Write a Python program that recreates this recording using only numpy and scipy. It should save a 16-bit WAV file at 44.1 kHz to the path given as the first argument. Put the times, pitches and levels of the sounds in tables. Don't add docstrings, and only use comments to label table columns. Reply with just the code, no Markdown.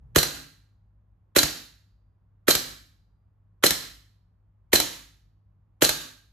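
import sys
import numpy as np
from scipy import signal
from scipy.fft import rfft, irfft, next_fast_len
from scipy.io import wavfile
from scipy.ndimage import uniform_filter1d, minimum_filter1d, map_coordinates

SR = 44100
rng = np.random.default_rng(int(sys.argv[2]) if len(sys.argv) > 2 else 0)


def waveform_to_disk(signal):
    frames = np.transpose(np.atleast_2d(signal))
    scaled = np.clip(frames, -1, 1) * 32767
    samples = np.round(scaled).astype(np.int16)
    wavfile.write(sys.argv[1], SR, samples)


N = 278712
SPAN = SR

# hammer blow t/s, bolt cycle t/s, hammer level/dB, muzzle pop level/dB,
# kick level/dB as the bolt sets off, kick level/dB as it comes home
SHOTS = [(0.1606, .0692, -4.5, -0.5, -16.5, -39.5), (1.363, .0679, -9, -3.5, -28, -28.5),
         (2.4826, .0685, -9, -1.5, -34, -35.5), (3.6378, .0685, -8, -3, -30, -38),
         (4.7320, .0683, -6.5, -2, -29.5, -43.5), (5.8215, .0701, -7.5, -1.5, -30, -38)]
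# f/Hz, level/dB (density per Hz)
SEAR_COLOUR = [(100, -12), (550, -0.5), (1100, -3), (1500, 5), (2100, -2.5), (3400, 1.5), (5200, -10),
               (9000, -4), (15500, -8.5)]
# f/Hz, level/dB (density per Hz)
HAMMER_COLOUR = [(60, -15), (300, -11), (650, -1.5), (950, -5.5), (1400, 10), (1900, 2.5), (2500, 1),
                 (3500, -2), (5000, -13.5), (6500, -2.5), (9500, -10), (12000, -9.5), (15500, -9.5)]
# f/Hz, level/dB (density per Hz)
GAS_COLOUR = [(100, -5), (400, 1), (900, -7.5), (1600, -1), (5000, -4.5), (7000, -0.5), (8500, -0.5),
              (10500, -0.5), (11800, -4), (13100, -1.5), (14300, -4.5), (15500, -4.5)]
# f/Hz, level/dB (density per Hz)
BOLT_COLOUR = [(60, -15), (230, 1.5), (480, 2.5), (850, -6), (1600, 0.5), (2100, -7), (3300, 0), (4150, 7),
               (4900, -2.5), (8200, 4.5), (11000, -2.5), (15500, -7.5)]
# f/Hz, level/dB (density per Hz)
BREECH_COLOUR = [(60, -14), (170, -2), (600, 1.5), (950, 1.5), (1600, 1.5), (2500, -0.5), (4400, 2),
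                 (6500, 2), (10000, 0), (11500, -1.5), (15500, -4)]
# f/Hz, level/dB, t60/s
STEEL_MODES = [(1610, -9, .55), (3060, -12, .35), (3175, -10, .35), (3950, 13, .055), (4005, -2, .26),
               (4110, 11, .04), (4177, -2, .25), (4240, 13, .05), (4318, -3, .26), (4404, -6, .2),
               (4748, -32, .9), (5759, 0, .26), (6560, -7, .28), (11125, -11, .28), (11720, -10, .28),
               (12918, -6, .22), (13093, -4, .27)]
# f/Hz, t60/s
ROOM_T60 = [(60, 0.65), (160, .6), (350, .38), (700, .42), (1500, 0.52), (4200, 0.5), (8000, 0.44),
            (15000, 0.47)]
# f/Hz, level/dB
ROOM_GAIN = [(50, -2.5), (100, -1), (150, 6.5), (205, -2.5), (260, 5.5), (400, -2.5), (700, -1),
             (950, -0.5), (1600, -1.5), (2100, -1.5), (3200, 1), (4150, 2.5), (5200, 1.5), (14000, -4)]
# f/Hz, level/dB (density per Hz)
AIR_COLOUR = [(20, -37), (33, -24), (44, 3.5), (54, 1), (72, -8.5), (100, -7.5), (125, -16), (165, -12),
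              (220, -24), (400, -33.5), (1100, -35), (2500, -51.5), (6000, -65)]
# f/Hz, level/dB (density per Hz)
RUMBLE_COLOUR = [(20, -26), (45, 0.5), (60, 1), (80, -9.5), (105, -0.5), (170, -15.5), (300, -33),
                 (1000, -40), (4000, -67.5)]
# f/Hz, correlation (1 = the same)
PORT_LIKENESS = [(100, .97), (350, .6), (1000, .3), (3200, .45), (5000, .25), (7000, .5), (9000, .94),
                 (10700, .7), (12500, .9), (14200, .7), (15400, .93)]
# f/Hz, lead/rad
PORT_LEAD = [(200, -.2), (3500, -.2), (6700, .4), (7700, 1.9), (9100, 3.1), (12100, 6.1), (12800, 6.5),
             (14700, 9), (15500, 9.4)]
# f/Hz, left minus right level/dB
PORT_LEAN = [(100, 1), (330, -5.5), (700, -2.5), (2000, -1.5), (4200, -4.5), (7000, 0.5), (12000, -0.5)]

SWING_S = .0125
REAR_SHARE = .332
BOTTOM_S = .0042
GAS_DB, REAR_DB, HOME_DB = -11, -7, -10
BOOM_HZ, BOOM_DB, BOOM_RISE_S, BOOM_T60_S = 51.7, -44, 0.22, 1.4
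JOSTLE_S, JOSTLE_DB, JOSTLE_T60_S, STEADY_HAND_DB = .2, -51, .9, -76.5
TOP_HZ = 15500


def hammer():
    out, ring = np.zeros((2, 2, N))
    for (s, _, db, *_), blow in zip(SHOTS, clatter(HAMMER_COLOUR, same=.5)):
        add(out, s, amp(db) * blow * fade(t60=.02, rise=.0001))
        add(ring, s, amp(db - 28.5) * steel())
    return out, ring


def bolt():
    out, ring = np.zeros((2, 2, N))
    bottoming = amp(-2) * fade(t60=.025, rise=.0003, delay=BOTTOM_S)
    stop = fade(t60=.014, rise=.0002) + bottoming
    slam = fade(t60=.034, rise=.0005)
    rear_noise = clatter(BOLT_COLOUR, same=0.81)
    home_noise = clatter(BREECH_COLOUR, same=0.2)
    for (s, cycle, *_), at_rear, at_home in zip(SHOTS, rear_noise, home_noise):
        rear, home = s + REAR_SHARE * cycle, s + cycle
        add(out, rear, amp(REAR_DB) * at_rear * stop)
        for blow in (rear, rear + BOTTOM_S):
            add(ring, blow, amp(REAR_DB - 23) * steel())
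        add(out, home, amp(HOME_DB) * at_home * slam)
        add(ring, home, amp(HOME_DB - 27) * steel())
    return out, ring


def steel():
    t = np.arange(SPAN) / SR
    hz, db, t60 = np.transpose(STEEL_MODES)[:, :, None]
    size = amp(db + rng.normal(0, 1.3, db.shape) - 60 * t / t60)
    phase = np.exp(2j * np.pi * rng.random((2, len(STEEL_MODES))))
    return (phase @ (size * np.exp(2j * np.pi * hz * t))).imag


def muzzle(pop_hz, width, delay, left_lead, left_db, box_delay, box_db, wall_delay, wall_hz, wall_db):
    out = np.zeros((2, N))
    t = np.arange(SPAN) / SR

    def pop(at, hz):
        return np.exp(-.5 * ((t - at) / width) ** 2) * np.sin(2 * np.pi * hz * (at - t))

    for s, _, _, pop_db, *_ in SHOTS:
        hz = pop_hz * (1 + rng.normal(0, 0.045))
        right = pop(delay, hz)
        box = amp(box_db) * pop(delay + box_delay, hz)
        left = amp(left_db) * pop(delay - left_lead, hz) + box
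        wall = amp(wall_db) * pop(delay + wall_delay, wall_hz)
        add(out, s, amp(pop_db) * (np.array([left, right]) + wall))
    return out


def gas():
    out = np.zeros((2, N))
    for (s, *_), hiss in zip(SHOTS, clatter(GAS_COLOUR, same=0.37)):
        add(out, s, amp(GAS_DB) * hiss * fade(t60=0.14, rise=0.0024))
    return out


def sear():
    out = np.zeros((2, N))
    t = np.arange(SPAN) / SR
    click = amp(-35.5) * fade(t60=0.066, rise=0.0027)
    scrape = amp(-17) * np.exp(-np.abs(t - SWING_S) / 0.0022) * (t < SWING_S)
    for s, *_ in SHOTS:
        add(out, s - SWING_S, (click + scrape) * noise(SEAR_COLOUR, SPAN))
    return out


def recoil(thump_hz, knock_hz, knock_db, lag):
    out = np.zeros((2, N))
    t = np.arange(SPAN) / SR
    thump = np.sin(2 * np.pi * thump_hz * t) * fade(t60=.065, rise=0.0048)
    knock = np.sin(2 * np.pi * knock_hz * t) * fade(t60=0.087, rise=0.0036)
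    kick = thump - amp(knock_db) * knock
    for s, cycle, _, _, off_db, home_db in SHOTS:
        add(out, s + lag, amp(off_db) * kick)
        add(out, s + cycle + lag, amp(home_db) * kick)
    return out


def room(x, build):
    out = np.zeros((2, N))
    sent = filtered(x, lambda hz: amp(along(ROOM_GAIN, hz)))
    onset = 1 - np.exp(-np.arange(SPAN) / SR / build)
    for s, *_ in SHOTS:
        hz, t, bands = signal.stft(rng.standard_normal((2, 2, SPAN)), SR, nperseg=256)
        decay = amp(-60 * t / along(ROOM_T60, hz)[:, None])
        tails = signal.istft(bands * decay, SR, nperseg=256)[1][..., :SPAN]
        tails = unit(tails * onset) / np.sqrt(2 * SPAN)
        shot = sent[:, None, round((s - SWING_S) * SR):][..., :SPAN // 2]
        add(out, s - SWING_S, signal.fftconvolve(shot, tails, axes=2).sum(axis=0))
    return out


def boom():
    out = np.zeros((2, N))
    tone = np.sin(2 * np.pi * BOOM_HZ * np.arange(SPAN) / SR)
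    mode = tone * fade(t60=BOOM_T60_S, rise=BOOM_RISE_S)
    for s, *_ in SHOTS:
        add(out, s, amp(BOOM_DB) * mode)
    return out


def handling():
    settling = np.maximum(np.arange(N) / SR - JOSTLE_S, 0)
    strength = amp(STEADY_HAND_DB) + amp(JOSTLE_DB - 60 * settling / JOSTLE_T60_S)
    return strength * noise(RUMBLE_COLOUR, N)


def hum(mains_hz, hum_db, waver_db):
    t = np.arange(N) / SR
    waver = map_coordinates(rng.standard_normal(N // SR * 4 + 8), [t * 4])
    return amp(hum_db + waver_db * waver) * np.sin(2 * np.pi * 2 * mains_hz * t)


def background():
    air = amp(-62.5) * noise(AIR_COLOUR, N)
    return ports(air + handling()) + hum(mains_hz=50.7, hum_db=-62, waver_db=1.04)


def ports(pair):
    def spread(hz):
        turn = np.arccos(np.clip(along(PORT_LIKENESS, hz), -1, 1)) / 2
        return np.array([np.cos(turn), np.sin(turn)])

    def offset(hz):
        half = np.array([[.5], [-.5]])
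        return amp(half * along(PORT_LEAN, hz)) * np.exp(1j * half * along(PORT_LEAD, hz))

    mid, side = filtered(pair, spread)
    return filtered(np.array([mid + side, mid - side]), offset)


def clatter(spectrum, same):
    own = noise(spectrum, SPAN)
    return [np.sqrt(same) * own + np.sqrt(1 - same) * noise(spectrum, SPAN) for _ in SHOTS]


def amp(db):
    return 10 ** (np.asarray(db) / 20)


def unit(x):
    return x / np.sqrt(np.mean(x ** 2) + 1e-20)


def along(points, hz):
    f, v = np.transpose(points)
    return np.interp(np.log(hz + 1), np.log(f + 1), v)


def filtered(x, response):
    n = x.shape[-1]
    m = next_fast_len(n + 8192)
    return irfft(rfft(x, m) * response(np.fft.rfftfreq(m, 1 / SR)), m)[..., :n]


def noise(spectrum, size):
    return unit(filtered(rng.standard_normal((2, size)), lambda hz: amp(along(spectrum, hz))))


def fade(t60, rise, delay=0):
    t = np.maximum(np.arange(SPAN) / SR - delay, 0)
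    return (1 - np.exp(-t / rise)) * amp(-60 * t / t60)


def add(track, s, sound):
    part = track[:, round(s * SR):][:, :sound.shape[-1]]
    part += sound[..., :part.shape[-1]]


def scene():
    hammer_noise, hammer_ring = hammer()
    bolt_noise, bolt_ring = bolt()
    metal = hammer_noise + bolt_noise + gas() + sear()
    ring = hammer_ring + bolt_ring
    pop = muzzle(pop_hz=424, width=.0011, delay=.0052, left_lead=0.00036, left_db=-3.5,
                 box_delay=.0031, box_db=-8.5, wall_delay=0.014, wall_hz=664, wall_db=-17.5)
    kick = amp(7.5) * recoil(thump_hz=63, knock_hz=150.5, knock_db=-3, lag=.005)
    wet = amp(-4.5) * room(metal + amp(-5.5) * pop + amp(-13.5) * kick, build=0.0037)
    rifle = ports(metal + ring + wet) + pop + kick
    return amp(1) * rifle + boom() + background()


def gain_control(x, limit_db, hold, release):
    level = np.sqrt(np.abs(uniform_filter1d(np.mean(x ** 2, axis=0), size=256)) + 1e-12)
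    need = np.minimum(1, amp(limit_db) / level)
    h, r = int(hold * SR / 2), int(release * SR / 2)
    held = minimum_filter1d(need, 2 * h + 1, origin=h)
    recovering = uniform_filter1d(held, 2 * r + 1, origin=r)
    return x * uniform_filter1d(np.minimum(held, recovering), size=64)


def record(dry):
    x = signal.sosfilt(signal.butter(3, 34, "highpass", fs=SR, output="sos"), dry)
    x = gain_control(x, limit_db=-10.5, hold=0.17, release=0.016)
    x = x / (1 + np.abs(x) ** 6) ** (1 / 6)
    return filtered(x, lambda hz: 1 / (1 + (hz / TOP_HZ) ** 120))


dry = scene()
out = record(dry)
waveform_to_disk(out)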